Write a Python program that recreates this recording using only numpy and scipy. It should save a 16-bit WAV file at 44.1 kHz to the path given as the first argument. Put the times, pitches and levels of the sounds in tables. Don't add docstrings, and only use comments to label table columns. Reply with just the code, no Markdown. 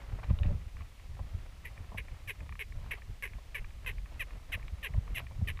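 import sys
import numpy as np
from scipy import signal
from scipy.fft import rfft, irfft, next_fast_len
from scipy.io import wavfile
from scipy.ndimage import uniform_filter1d, map_coordinates

SR = 44100
rng = np.random.default_rng(int(sys.argv[2]) if len(sys.argv) > 2 else 0)


def transcribe(signal):
    frames = np.atleast_2d(signal).T
    limited = np.clip(frames, -1, 1)
    pcm = np.round(limited * 32767).astype(np.int16)
    wavfile.write(sys.argv[1], SR, pcm)


N = 246959

# (time [s], clear chirp [s], whole length [s], level [dB], first slip rate [Hz],
# chirp's fall [octaves/s], ragged tail [dB], tilt [dB/octave], cavity [Hz], chirp's roughness [0-1],
# opening snap [dB], hardest slip after [s], delay of the parting tick [s])
SQUEAKS = [ (1.647, .013, .046, -48.5, 516, 12, -2, 1, 1900, 0.65, -2, 0.0087, .13),
           (1.974, 0.016, 0.041, -42.5, 722, 35, -11, 3.5, 2290, 0.7, -1, 0.0086, .109),
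           (2.275, 0.022, 0.048, -41.5, 621, 12, -0.5, 4, 2300, 0.43, -3, .023, 0.13),
           (2.593, .028, .045, -41.5, 555, 19, -7, 5, 2210, 1, 9, 0.016, 0.13),
           (2.909, 0.013, 0.053, -40.5, 731, 34.5, -10, -2.5, 2280, .05, 3, 0.0034, 0.11),
           (3.224, 0.016, 0.064, -41.5, 586.4, 8.8, -5.5, -4.5, 2240, 0.77, 8.5, .014, 0.11),
           (3.546, 0.014, .056, -41.5, 604, 7.9, -8, -0.5, 2334, .3, 8, .007, .098),
           (3.8623, 0.02, 0.055, -40.5, 523.4, 3.3, -4.5, 3, 2480, 0.47, 8, .014, 0.12),
           (4.195, .025, .043, -39, 696, 11, -6, 2, 2460, 0.37, 3, 0.012, .112),
           (4.519, .026, 0.043, -38, 803, 16.4, -8, 3.5, 2530, 0.74, -17, 0.0097, .109),
           (4.828, 0.027, 0.051, -40.5, 634.6, 10.4, -3, 4.5, 2500, 0.4, -5, .018, 0.11),
           (5.147, .019, 0.059, -40.5, 742, 8.9, 1.5, 10.5, 2550, 0.5, 1, 0.012, 0.12),
           (5.474, .016, 0.043, -40.5, 642, 9.13, -3, 6, 2510, 0.4, 5, .011, .1)]


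def amp(db):
    return 10 ** (np.asarray(db) / 20)


def unit(x):
    return x / np.sqrt(np.mean(x ** 2) + 1e-20)


def along(points, hz):
    f, db = np.transpose(points)
    octave = np.log2(hz + 1)
    outside = np.maximum(np.log2(f[0]) - octave, 0) + np.maximum(octave - np.log2(f[-1]), 0)
    return np.interp(octave, np.log2(f), db) - 40 * outside


def curve(rows):
    return np.interp(np.arange(N) / SR, *np.transpose(rows))


def wobble(rate):
    return map_coordinates(rng.standard_normal(int(N * rate / SR) + 4), [np.arange(N) * rate / SR])


def swell(s, length):
    return np.exp(-2 * ((np.arange(N) / SR - s) / length) ** 2)


def filtered(x, response):
    size = 2 * next_fast_len(len(x) // 2 + 4096)
    return irfft(rfft(x, size) * response(np.fft.rfftfreq(size, 1 / SR)), size)[:len(x)]


def coloured(x, points):
    def response(hz):
        cepstrum = irfft(np.log(np.maximum(amp(along(points, hz)), 1e-6)))
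        half = len(cepstrum) // 2
        cepstrum[1:half] *= 2
        cepstrum[half + 1:] = 0
        return np.exp(rfft(cepstrum))
    return filtered(x, response)


def struck(push, modes):
    def response(f):
        ring = sum((-1) ** k * amp(db) * 1j * f * width / (hz * hz - f * f + 1j * f * width)
                   for k, (hz, width, db) in enumerate(modes))
        s = 1j * f / (1.5 * modes[-1][0])
        return ring / ((s + 1) * (s * s + s + 1)) ** 2
    sound = filtered(push, response)
    return sound / np.abs(sound).max()


def noise(points):
    return unit(coloured(rng.standard_normal(N), points))


def add(track, s, sound):
    start = max(round(s * SR), 0)
    track[start:start + len(sound)] += sound[:max(N - start, 0)]


def pulses(at, sizes, count):
    taps = np.floor(at)[:, None].astype(int) + np.arange(16)
    offset = taps - at[:, None] - 7
    shape = np.sinc(offset) * np.cos(np.pi * offset / 18) ** 2
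    return np.bincount(taps.ravel(), (sizes[:, None] * shape).ravel(), count)[:count]


def pings(at, sizes, hz, width_hz, t):
    age = np.maximum(t - at[:, None], 0)
    envelopes = (t >= at[:, None]) * np.exp(-np.pi * width_hz * age)
    return sizes @ (envelopes * np.cos(2 * np.pi * hz[:, None] * age))


def wind_strength(lift_db=1.5, waver_db=2.5):
    # (time [s], level [dB])
    breeze = [(0.0, -47), (0.12, -42.5), (0.45, -40), (0.95, -51.5), (1.15, -42.5), (1.6, -46.5),
              (1.92, -45), (2.3, -49.5), (2.9, -45), (3.22, -47), (3.5, -45.5), (4.12, -44.5), (4.3, -45),
              (5.6, -45)]
    # (peak time [s], length [s], level [dB])
    gusts = [(0.138, 0.048, -35.5), (0.306, 0.052, -29.5), (0.493, 0.11, -26), (0.681, 0.012, -36),
             (0.788, 0.11, -40), (1.355, 0.065, -41.5), (1.8, 0.03, -39.5), (1.992, 0.054, -39.5),
             (2.128, 0.029, -37), (2.417, 0.039, -38.5), (2.521, 0.04, -39.5), (2.772, 0.02, -35),
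             (3.107, 0.0396, -36), (3.357, 0.037, -39), (3.616, 0.056, -38.5), (3.89, 0.074, -43),
             (4.736, 0.017, -48), (4.97, 0.081, -35), (5.117, 0.06, -33.5), (5.475, 0.13, -34.5)]
    power = amp(curve(breeze) + lift_db + waver_db * wobble(17)) ** 2
    for s, length, db in gusts:
        power += (amp(db) * swell(s, length)) ** 2
    return 10 * np.log10(power)


def wind(strength_db, rumble_db=-2, flutter_db=-25, gust_db=-38, cycles=0.723, front_hz=175):
    # (frequency [Hz], level [dB])
    rumble_spectrum = [(12, -31), (20, 4), (37, 2.5), (54, 3), (116, -9), (300, -40), (331, -47.5),
                       (400, -34.5), (520, -39.5), (880, -120)]
    flutter_spectrum = [(100, -21.5), (170, 1.5), (240, -5), (380, -13), (900, -19.5), (2500, -30),
                        (5000, -61)]
    # (time [s], level [dB], pitch [Hz])
    eddies = [(0.135, -29.5, 83), (0.312, -18, 89.3), (0.34, -19.5, 70.7), (0.42, -21.5, 74),
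              (0.467, -20.5, 91), (0.492, -24.5, 68.7), (0.675, -34, 78), (0.823, -35, 70),
              (1.216, -30.5, 88), (1.351, -26.5, 74), (3.109, -38, 62), (3.99, -34.5, 45.3),
              (4.037, -33.5, 46), (4.558, -30.5, 72), (4.737, -29.5, 64), (4.908, -34, 94),
              (4.965, -26.5, 42), (4.984, -21, 88), (5.395, -30.5, 101), (5.429, -22, 82.5)]
    excess_db = np.maximum(strength_db - gust_db, 0)
    rumble = noise(rumble_spectrum)
    local_power = np.abs(uniform_filter1d(rumble ** 2, size=SR // 14))
    rumble = unit(rumble / np.sqrt(local_power + 0.038))
    flutter = unit(noise(flutter_spectrum) * amp(3 * wobble(70)))
    out = amp(strength_db - 0.022 * excess_db + rumble_db) * rumble
    out += amp(strength_db + 0.13 * excess_db + flutter_db) * flutter
    t = np.arange(-SR // 20, SR // 20) / SR
    for s, db, hz in eddies:
        phase = rng.uniform(-1, 1)
        swing = np.cos(2 * np.pi * hz * t + phase) + amp(-21) * np.cos(2 * np.pi * front_hz * t + phase)
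        add(out, s + t[0], amp(db) * swing * np.exp(-(t * hz / cycles) ** 2))
    return out


def shore(hiss_db=-63, split_hz=2200):
    # (frequency [Hz], level [dB])
    wash_spectrum = [(150, -68), (250, -5), (324, -10), (434, -11.5), (525, -7), (603, -8), (705, -8.5),
                     (882, -10), (1330, -10), (1460, -14), (2020, -9.5), (2530, -11), (15500, -28)]
    # (time [s], level [dB])
    surf = [(0, -53), (0.6, -62), (1.15, -61.5), (1.5, -59.5), (2.6, -63), (3.0, -64.5), (4.4, -60),
            (5.6, -61)]
    wash = noise(wash_spectrum)
    low = filtered(wash, lambda hz: 1 / (1 + (hz / split_hz) ** 4))
    swell_db = 1.6 * wobble(12) + 2.2 * wobble(90)
    return amp(curve(surf) + swell_db) * low + amp(hiss_db) * (wash - low)


def hooves(attack_s=0.00029, level_db=3, knock=9):
    # (time [s], level [dB], crumble's t60 [s], low thud [dB])
    footfalls = [(0.188, -44.5, 0.036, -10), (0.304, -40.5, 0.065, 7.5), (0.399, -46.5, 0.035, -18),
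                 (0.451, -45.5, 0.095, 13), (0.508, -50, 0.033, 11.5), (1.17, -52, 0.025, -14),
                 (1.1922, -41.5, 0.058, -12), (1.918, -46.5, 0.057, -4), (1.945, -42.5, 0.055, -2),
                 (2.41, -54, 0.16, 2.5), (2.786, -53.5, .04, -2), (3.385, -49.5, 0.049, -14),
                 (4.575, -48.5, 0.022, -2), (4.891, -51.5, 0.051, 3), (4.943, -46, 0.042, -1),
                 (4.976, -54.5, 0.072, 3), (5.31, -48.5, 0.078, -6), (5.41, -55, 0.025, -4),
                 (5.415, -49.5, 0.0574, 12)]
    # (frequency [Hz], width [Hz], level [dB])
    knock_modes = [(580, 150, 5), (1063, 160, 1), (1820, 300, -15)]
    thud_modes = [(157.4, 93, 0)]
    out, t = np.zeros(N), np.arange(SR // 8) / SR
    for s, db, t60, thud_db in footfalls:
        crumble = rng.standard_normal(len(t)) * (1 - np.exp(-t / attack_s)) * amp(-60 * t / t60)
        push = knock * (t == 0) + crumble
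        landing = struck(push, knock_modes) + amp(thud_db) * struck(push, thud_modes)
        add(out, s, amp(db + level_db) * landing)
    return out


def ticks(rattle_t60=0.012, rattle=0.33, level_db=2, parting_db=-45, faint_db=-56):
    # (time [s], level [dB], hollow ring [dB], bright ring [dB])
    tack = [(0.236, -47, -0.5, -24), (0.2425, -47.5, -2.5, -11), (0.388, -53.5, 6.5, 11.5),
            (0.4326, -40, -21, -2.5), (0.7683, -46.5, -5, -18), (0.807, -49, 0, -25), (0.819, -50, -3, -20),
            (0.9974, -50.5, -7, -24), (2.4921, -44, -1.5, -11), (2.524, -43, -3, -30),
            (2.554, -45.5, -3.5, -28), (3.645, -59.5, 9, -24), (3.706, -52.5, -17, -20),
            (3.847, -48, -5, -20), (4.0585, -48, -7, -23), (4.595, -51, -3, -24), (4.619, -57, -2, -24),
            (4.681, -43.5, -9.5, -4), (5.078, -49.5, 3.5, -29), (5.572, -49, -9, -4),
            (5.5904, -43, -1, -18)]
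    # (frequency [Hz], width [Hz], level [dB])
    hollow_modes = [(900, 910, -15.5), (1133, 190, 4.5)]
    body_modes = [(1777, 194, 7), (2380, 214, 8.5), (2500, 560, -20)]
    bright_modes = [(2870, 170, 7), (3830, 220, 4)]
    out, t = np.zeros(N), np.arange(SR // 20) / SR
    dull_db = (-14, -24)
    partings = [(s + delay, parting_db, *dull_db) for s, *_, delay in SQUEAKS]
    faint = [(s, faint_db, *dull_db) for s in rng.uniform(0, N / SR, 8)]
    for s, db, hollow_db, bright_db in tack + partings + faint:
        push = (t == 0) + rattle * rng.standard_normal(len(t)) * amp(-60 * t / rattle_t60)
        ring = struck(push, body_modes) + amp(hollow_db) * struck(push, hollow_modes)
        ring += amp(bright_db) * struck(push, bright_modes)
        add(out, s, amp(db + level_db) * ring)
    return out


def scuffs(grain_db=5, grit_db=6):
    # (peak time [s], length [s], level [dB], crunch [dB])
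    drags = [(0.241, 0.016, -47, -12), (0.303, 0.0183, -55, -5), (0.46, 0.03, -60.5, 4.5),
             (0.796, 0.048, -61.5, -4), (1.827, 0.033, -63.5, -19), (2.88, 0.14, -60.5, -8),
             (2.984, 0.016, -57, -8), (3.488, 0.028, -75, -17.5), (4.139, 0.034, -59.5, -7),
             (5.196, 0.038, -52.5, -8)]
    # (frequency [Hz], level [dB])
    sand_spectrum = [(250, -8), (600, -2), (1050, -0.5), (1400, -7), (2400, -16), (5000, -24)]
    grit_spectrum = [(1300, -11), (1800, -2), (2500, 0), (3200, -11.5), (4500, -17)]
    sand = unit(noise(sand_spectrum) * amp(grain_db * wobble(250)))
    grit = unit(noise(grit_spectrum) * amp(grit_db * np.tanh(wobble(700))))
    return sum(amp(db) * swell(s, length) * (sand + amp(crunch_db) * grit)
               for s, length, db, crunch_db in drags)


def creaks(waver=0.0297, shimmer_db=2):
    # (peak time [s], length [s], pitch [Hz], level [dB])
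    strains = [(0.44, 0.077, 572, -59), (0.507, 0.02, 574, -49), (5.195, 0.085, 677, -61)]
    out = np.zeros(N)
    for s, length, hz, db in strains:
        phase = 2 * np.pi * np.cumsum(hz * (1 + waver * wobble(120))) / SR
        out += amp(db + shimmer_db * wobble(120)) * swell(s, length) * unit(np.sin(phase))
    return out


def squeaks(sag_octaves_per_s=26, tail_rough=0.83, jitter=0.087, scatter_db=8, cavity_width_hz=220,
            ring_db=-4, pops_db=-18, pop_count=12, scrape_s=0.0013):
    # (frequency [Hz], level [dB])
    body_spectrum = [(210, -71), (350, -8), (416, 1), (484, -6), (728, -19), (1060, -3), (1360, -15),
                     (1630, 4.5), (2070, 12), (2230, 8.5), (2520, 5.5), (3150, -4), (3480, -13.5),
                     (3870, -11.5), (4600, -41), (5980, -30), (10100, -120)]
    edge_spectrum = [(3530, -16), (6000, -8), (6370, -7.5), (6870, -18.5), (7950, -4), (8380, -13.5),
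                     (8710, -18), (9210, -6.5), (9660, 6), (10300, -44), (11200, 11), (11700, 0.5),
                     (12300, -16), (13400, 0), (15500, -6)]
    # (frequency [Hz], width [Hz], level [dB])
    sheen_modes = [(9460, 130, -6.5), (10540, 130, 2.5), (11740, 340, -14.5), (13100, 66, -11),
                   (13900, 210, 2), (14800, 28, -17), (15100, 110, -26)]
    out, t = np.zeros(N), np.arange(SR // 10) / SR
    for (s, chirp, length, db, slip_hz, fall, tail_db, tilt_db,
         cavity_hz, rough, snap_db, hardest, _) in SQUEAKS:
        sunk_octaves = fall * np.minimum(t, chirp) + sag_octaves_per_s * np.maximum(t - chirp, 0)
        rate = slip_hz * 2 ** -sunk_octaves
        turns = np.cumsum(rate)[t < length] / SR
        slips = np.interp(np.arange(int(turns[-1]) + 1), turns, t[t < length])
        late, size, sharp, detune = rng.standard_normal((4, 100))[:, :len(slips)]
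        tail, hardest = length - chirp, min(hardest, chirp)
        broken = np.interp(slips, [.95 * chirp, chirp + .25 * tail], [0, 1])
        ragged = (1 - broken) * rough / 3 + broken * tail_rough

        knees = [0, hardest, chirp, chirp + 0.37 * tail, chirp + 0.63 * tail, length]
        stroke_db = np.interp(slips, knees, [-8, 0, -2, tail_db, tail_db - 3.5, tail_db - 15])
        stroke_db[0] += snap_db
        stroke_db[np.argmin(np.abs(slips - hardest))] += 3.5
        sizes = amp(stroke_db + scatter_db * ragged * np.tanh(size))
        slips = np.abs(slips + jitter * ragged * late / rate[0])

        scrape_sizes = sizes ** 0.9 * amp(sharp - 8 * (slips / length) ** 2)
        scrape_onsets = pulses(slips * SR, scrape_sizes, len(t))
        scrape_envelope = signal.lfilter([1], [1, -np.exp(-1 / (scrape_s * SR))], scrape_onsets)
        scrape = unit(scrape_envelope * rng.standard_normal(len(t)))
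        push = unit(pulses(slips * SR, sizes, len(t))) + .08 * scrape

        octaves = -0.12 * (1 - broken) * slips / chirp + broken * (0.017 + 0.11 * detune)
        ring = pings(slips, sizes, cavity_hz * 2 ** octaves, cavity_width_hz, t)

        when = rng.uniform(0, 1.4, pop_count)
        pop_hz = cavity_hz * 2 ** (0.21 * rng.standard_normal(pop_count))
        pops = pings(chirp + when * tail, amp(-14 * when), pop_hz, cavity_width_hz, t)

        colour = [(hz, level + tilt_db * np.clip(np.log2(hz / 2300), -.4, .4))
                  for hz, level in body_spectrum]
        parts = [(push, 0), (ring, ring_db), (pops, pops_db)]
        body = amp(0.5) * unit(sum(amp(level) * unit(coloured(part, colour)) for part, level in parts))
        edge = amp(-1) * unit(coloured(scrape, edge_spectrum))
        sheen = amp(-9) * unit(struck(scrape, sheen_modes))
        treble = amp(-11.5 + 0.45 * tail_db) * (edge + sheen)
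        add(out, s, amp(db) * np.sqrt(length / t[-1]) * (body + treble))
    return out


def scene():
    return (wind(wind_strength()) + shore() + hooves() + ticks() + scuffs() + creaks() + squeaks())[None]


def record(dry, top_hz=15550):
    return np.array([filtered(channel, lambda hz: hz < top_hz) for channel in dry])


dry = scene()
out = record(dry)
transcribe(out)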